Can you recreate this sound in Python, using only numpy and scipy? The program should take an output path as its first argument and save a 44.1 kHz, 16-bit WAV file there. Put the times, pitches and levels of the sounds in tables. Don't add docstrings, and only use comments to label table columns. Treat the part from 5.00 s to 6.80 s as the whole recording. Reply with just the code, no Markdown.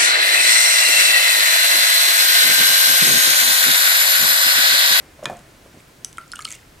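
import sys
import numpy as np
from scipy import signal
from scipy.fft import rfft, irfft
from scipy.io import wavfile

SR = 44100
rng = np.random.default_rng(int(sys.argv[2]) if len(sys.argv) > 2 else 0)


def store_wav(level_fs):
    pcm = np.round(np.clip(np.atleast_2d(level_fs), -1, 1) * 32767)
    wavfile.write(sys.argv[1], SR, pcm.T.astype(np.int16))


N = 79380
T = np.arange(N) / SR


def from_db(db):
    return 10 ** (np.asarray(db) / 20)


def rms_one(x):
    return x / np.sqrt(np.mean(x ** 2) + 1e-20)


def gain_at(spectrum, hz):
    freqs, db = np.transpose(spectrum)
    return from_db(np.interp(np.log(hz + 1e-9), np.log(freqs), db))


def colour(x, spectrum):
    return irfft(rfft(x) * gain_at(spectrum, np.fft.rfftfreq(N, 1 / SR)), N)


def noise(spectrum):
    return rms_one(colour(rng.standard_normal(N), spectrum))


def high_pass(x, hz):
    return signal.sosfilt(signal.butter(2, hz, "high", fs=SR, output="sos"), x)


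def rise(time_constant):
    return 1 - np.exp(-T / time_constant)


def decay(t60):
    return np.exp(-np.minimum(np.log(1000) * T / t60, 40))


def swell(start, length):
    return np.sin(np.pi * np.clip((T - start) / length, 0, 1))


def ring(hz, db, t60):
    return from_db(db) * np.cos(2 * np.pi * hz * T) * decay(t60)


def at(start, x):
    return np.concatenate([np.zeros(int(start * SR)), x])[:N]


# (frequency [Hz], relative level [dB])
ROOM_TONE_SPECTRUM = [(15, -22), (25, 1), (145, -1), (180, -4), (317, -6), (451, -10), (677, -10.5),
                      (754, -13.5), (936, -15.5), (1020, -11.5), (1130, -16), (1370, -13), (2990, -18),
                      (8360, -22.5), (16000, -29)]
# (frequency [Hz], side against mid [dB])
HISS_WIDTH = [(30, -36), (90, -28), (180, -18), (350, -5), (1500, -1.5), (5000, -7), (8500, -9),
              (11000, -27), (15000, -49)]

def room_tone(level_db=-49.5):
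    mid = noise(ROOM_TONE_SPECTRUM)
    side = colour(noise(ROOM_TONE_SPECTRUM), HISS_WIDTH)
    return from_db(level_db) * (mid + side * [[1], [-1]])


# (frequency [Hz], relative level [dB])
REFLECTION_SPECTRUM = [(100, -14), (500, 0.5), (1400, 3.5), (3000, -2.5), (7000, -3), (10500, -1),
                       (14000, -3)]

def reflections(gap_s=0.005, t60_s=0.28, treble_t60_s=0.22, treble_hz=3000):
    echoes = noise(REFLECTION_SPECTRUM)
    treble = colour(echoes, [(treble_hz / 2, -20), (treble_hz, 0)])
    return at(gap_s, (echoes - treble) * decay(t60_s) + treble * decay(treble_t60_s))


def room_reverb(x, level_db=-13, side_db=-13):
    mid, side = reflections(), reflections()
    tails = rms_one(mid + from_db(side_db) * side * [[1], [-1]]) / np.sqrt(N)
    return from_db(level_db) * signal.fftconvolve(x[None], tails, axes=1)[:, :N]


# (frequency [Hz], relative level [dB])
CLOSE_WIDTH_SPECTRUM = [(200, -18), (1000, 7), (4000, 6), (8000, 3), (11000, -22), (15000, -20)]

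def close_width(x, level_db=-25, t60_s=0.01):
    response = rms_one(noise(CLOSE_WIDTH_SPECTRUM) * decay(t60_s)) / np.sqrt(N)
    side = from_db(level_db) * signal.fftconvolve(x, response)[:N]
    return side * [[1], [-1]]


# (time [s], length [s], level [dB])
RUBS = [(-.1, 0.27, -51), (0.132, 0.37, -49), (0.383, 0.39, -57.5), (0.649, 0.026, -56),
        (0.724, 0.044, -53), (0.994, 0.13, -58)]
# (frequency [Hz], relative level [dB])
RUB_SPECTRUM = [(60, -25), (130, 3.5), (300, 1.5), (600, 0.5), (1200, -10.5), (2100, -4), (3500, -18),
                (9000, -23.5), (16000, -43)]

def hand_rubs():
    envelope = sum(from_db(db) * swell(start, length) for start, length, db in RUBS)
    return noise(RUB_SPECTRUM) * envelope


# (time [s], length [s], level [dB])
THUMPS = [(0.256, 0.03, -34), (0.298, 0.053, -37.5), (0.44, 0.11, -58), (0.729, 0.058, -51),
          (1.023, 0.051, -52.5), (1.169, .04, -49)]
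# (frequency [Hz], relative level [dB])
THUMP_SPECTRUM = [(40, -33), (75, -18), (130, -0.5), (220, -10), (340, -8), (480, -17), (1000, -51),
                  (3000, -60)]

def table_thumps():
    envelope = sum(from_db(db) * swell(start, length) for start, length, db in THUMPS)
    return noise(THUMP_SPECTRUM) * envelope


# (time [s], length [s], relative level [dB], peak rate [ticks/s])
PEELS = [(0.23, .015, -48, 1500), (0.274, 0.083, -56, 960), (0.777, 0.032, -53.5, 870),
         (1.128, 0.24, -60, 260), (1.34, 0.16, -53, 670), (1.457, 0.049, -47.5, 1800),
         (1.498, 0.071, -48.5, 3400), (1.552, 0.083, -57, 820)]
# (frequency [Hz], relative level [dB])
TICK_SPECTRUM = [(2000, 1.5), (4000, -4.5), (7500, 5.5), (10000, 1.5), (13000, -22)]

def sticky_crackle(pitch_count=18, spread_db=7, t60_cycles=17.5):
    clicks = 0
    for start, length, db, rate in PEELS:
        clicks += from_db(db) * (rng.random(N) < rate * swell(start, length) / SR)
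    clicks *= from_db(spread_db * np.minimum(rng.exponential(1, N), 2))
    clicks *= rng.choice([-1, 1], N)
    pitch_index = rng.integers(0, pitch_count, N)
    pitches = np.geomspace(TICK_SPECTRUM[0][0], TICK_SPECTRUM[-1][0], pitch_count)
    out = 0
    for k, hz in enumerate(pitches):
        tick = gain_at(TICK_SPECTRUM, hz) * ring(hz, 0, t60_cycles / hz)[:SR // 20]
        out += signal.fftconvolve(clicks * (pitch_index == k), tick)[:N]
    return out


# (time [s], relative level [dB], pitch [Hz])
KNOCKS = [(.1915, -30, 620), (.2030, -45, 415), (0.225, -33, 532), (.2285, -19.5, 590), (.2400, -25, 540),
          (.2562, -15, 946), (.2980, -12, 766), (.3090, -31, 505), (.3205, -31, 744), (.3272, -21.5, 685),
          (.6600, -36, 435), (.7720, -31.5, 278)]
# (frequency [Hz], relative level [dB], t60 [s])
TABLE_MODES = [(144, -21, 0.35), (215.3, -21, 0.32), (532, -18, 0.11), (588.3, -20.5, 0.15),
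               (697, -19, 0.17), (830, -39, 0.079), (960, -39, 0.084), (1058, -22.5, 0.11)]
# (frequency [Hz], relative level [dB])
BOARD_SPECTRUM = [(100, -12), (170, -13), (280, 4), (430, -10), (650, -1), (1100, 7.5), (2500, -15),
                  (6000, -6)]

def figure_knocks(table_db=-2.5, boards_db=-16, band_ratio=2.75):
    out = 0
    for start, db, hz in KNOCKS:
        modes = sum(rng.choice([-1, 1]) * ring(*mode) for mode in TABLE_MODES)
        boards = from_db(boards_db) * noise(BOARD_SPECTRUM) * decay(t60=0.1)
        thud = ring(hz, db=0, t60=0.017) * rise(0.00079)
        knock = thud + from_db(table_db) * (modes + boards)
        band = signal.butter(1, [hz / band_ratio, hz * band_ratio], "band", fs=SR, output="sos")
        out += from_db(db) * at(start, signal.sosfilt(band, knock))
    return out


# (frequency [Hz], level [dB], t60 [s])
CLACK_MODES = [(1030, -17, 0.0075), (1620, -19.5, 0.011), (1733, -26.5, 0.07), (1880, -22.5, 0.015),
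               (2452, -27.5, 0.11), (3050, -19, 0.017), (3400, -11, .009), (3620, -16, 0.0097),
               (4010, -21.5, 0.016), (6670, -19, .004)]
# (frequency [Hz], relative level [dB])
CRACK_SPECTRUM = [(700, -17), (1500, 2), (4500, 5), (9000, 1), (12000, -9.5), (16000, -37)]

def tool_clack(start_s=0.2558, crack_db=-20.5):
    modes = sum((-1) ** k * ring(*mode) for k, mode in enumerate(CLACK_MODES))
    crack = from_db(crack_db) * noise(CRACK_SPECTRUM) * decay(t60=0.014)
    contact = (modes + crack) * rise(0.00015)
    return at(start_s, high_pass(contact, hz=760))


# (time [s], pitch [Hz], level [dB],
# t60 [s], second resonance [Hz], its level [dB], snap level [dB])
POPS = [(0.2435, 5330, -30, 0.009, 2900, -35, -33), (0.2986, 6800, -39, .007, 3800, -41, -37),
        (.3690, 7000, -37, .007, 8250, -41, -40), (0.3916, 8000, -42, 0.01, 3000, -38, -40.5),
        (1.0468, 6020, -2.5, 0.0039, 7930, -12.5, -18), (1.0475, 2930, -21, 0.0064, 9970, -18.5, -25),
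        (1.0907, 6150, -43, 0.006, 7900, -41, -52), (1.1283, 5930, -29.5, 0.0073, 8010, -45, -34),
        (1.172, 3130, -31, 0.013, 6360, -45, -35.5), (1.1823, 1366, -18, 0.032, 2060, -17, -29),
        (1.2122, 3020, -42, 0.016, 4440, -40, -49), (1.2790, 7050, -36, .007, 5470, -39, -44),
        (1.3177, 4350, -22, 0.012, 9860, -23, -29.5), (1.3237, 5200, -20, 0.0087, 3340, -28, -38),
        (1.335, 1431, -21.5, 0.032, 1560, -21, -36), (1.3552, 8480, -28, 0.015, 2950, -32, -39),
        (1.3577, 2920, -27, 0.013, 13600, -38, -26.5), (1.3673, 2910, -30.5, 0.019, 3400, -28, -54),
        (1.391, 1248, -21.5, 0.034, 3040, -25, -29), (1.3945, 1684, -33.5, 0.048, 3050, -29, -46),
        (1.406, 2180, -29, 0.017, 8700, -39, -32), (1.4121, 7000, -31, 0.0081, 5800, -27, -38),
        (1.4200, 7300, -25, 0.0065, 8900, -25.5, -32), (1.4240, 4340, -23.5, 0.0065, 7000, -30, -40),
        (1.4483, 8520, -16.5, 0.0079, 6130, -23.5, -28), (1.4516, 3050, -10, 0.0082, 4350, -9, -25),
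        (1.454, 1290, -27.5, 0.052, 5100, -20, -42), (1.4695, 4100, -22, 0.0052, 3000, -31, -47),
        (1.4768, 2210, -31, 0.048, 7160, -28, -47), (1.4876, 7350, -11.5, 0.002, 3660, -26, -45),
        (1.5050, 8500, -29.5, 0.021, 7200, -32, -27), (1.5163, 6430, -17.5, 0.01, 8050, -27, -34),
        (1.524, 7480, -16, .007, 8950, -25, -28.5), (1.5404, 3430, -35.5, 0.018, 7540, -39, -41),
        (1.5490, 2780, -38.5, 0.06, 7200, -42, -42), (1.5508, 8600, -33, 0.012, 2960, -42, -42)]
# (frequency [Hz], relative level [dB])
SNAP_SPECTRUM = [(500, -14), (1500, -17.5), (3000, -3), (5000, -5), (7000, 1), (9000, 2), (10800, -3.5),
                 (12500, -15), (16000, -30)]

def air_pocket_pops(low_cut_ratio=0.67):
    opening = rise(0.00037)
    rings, snaps = 0, 0
    for start, hz, db, t60, second_hz, second_db, snap_db in POPS:
        cavity = opening * (ring(hz, db, t60) + ring(second_hz, second_db, t60=0.0066))
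        low_cut_hz = low_cut_ratio * min(hz, second_hz)
        rings += at(start, high_pass(cavity, low_cut_hz))
        snap = opening * from_db(snap_db) * noise(SNAP_SPECTRUM) * decay(t60=0.01)
        snaps += at(start, snap)
    return rings, snaps


def scene():
    rings, snaps = air_pocket_pops()
    handling = figure_knocks() + table_thumps() + tool_clack() + rings + sticky_crackle() + hand_rubs()
    direct = handling + snaps
    into_room = handling + from_db(1) * snaps
    return direct + close_width(direct) + room_reverb(into_room) + room_tone()


def record(dry):
    low_pass = signal.firwin(255, 16000, fs=SR)
    return signal.fftconvolve(dry, low_pass[None], "same", axes=1)


dry = scene()
out = record(dry)
store_wav(out)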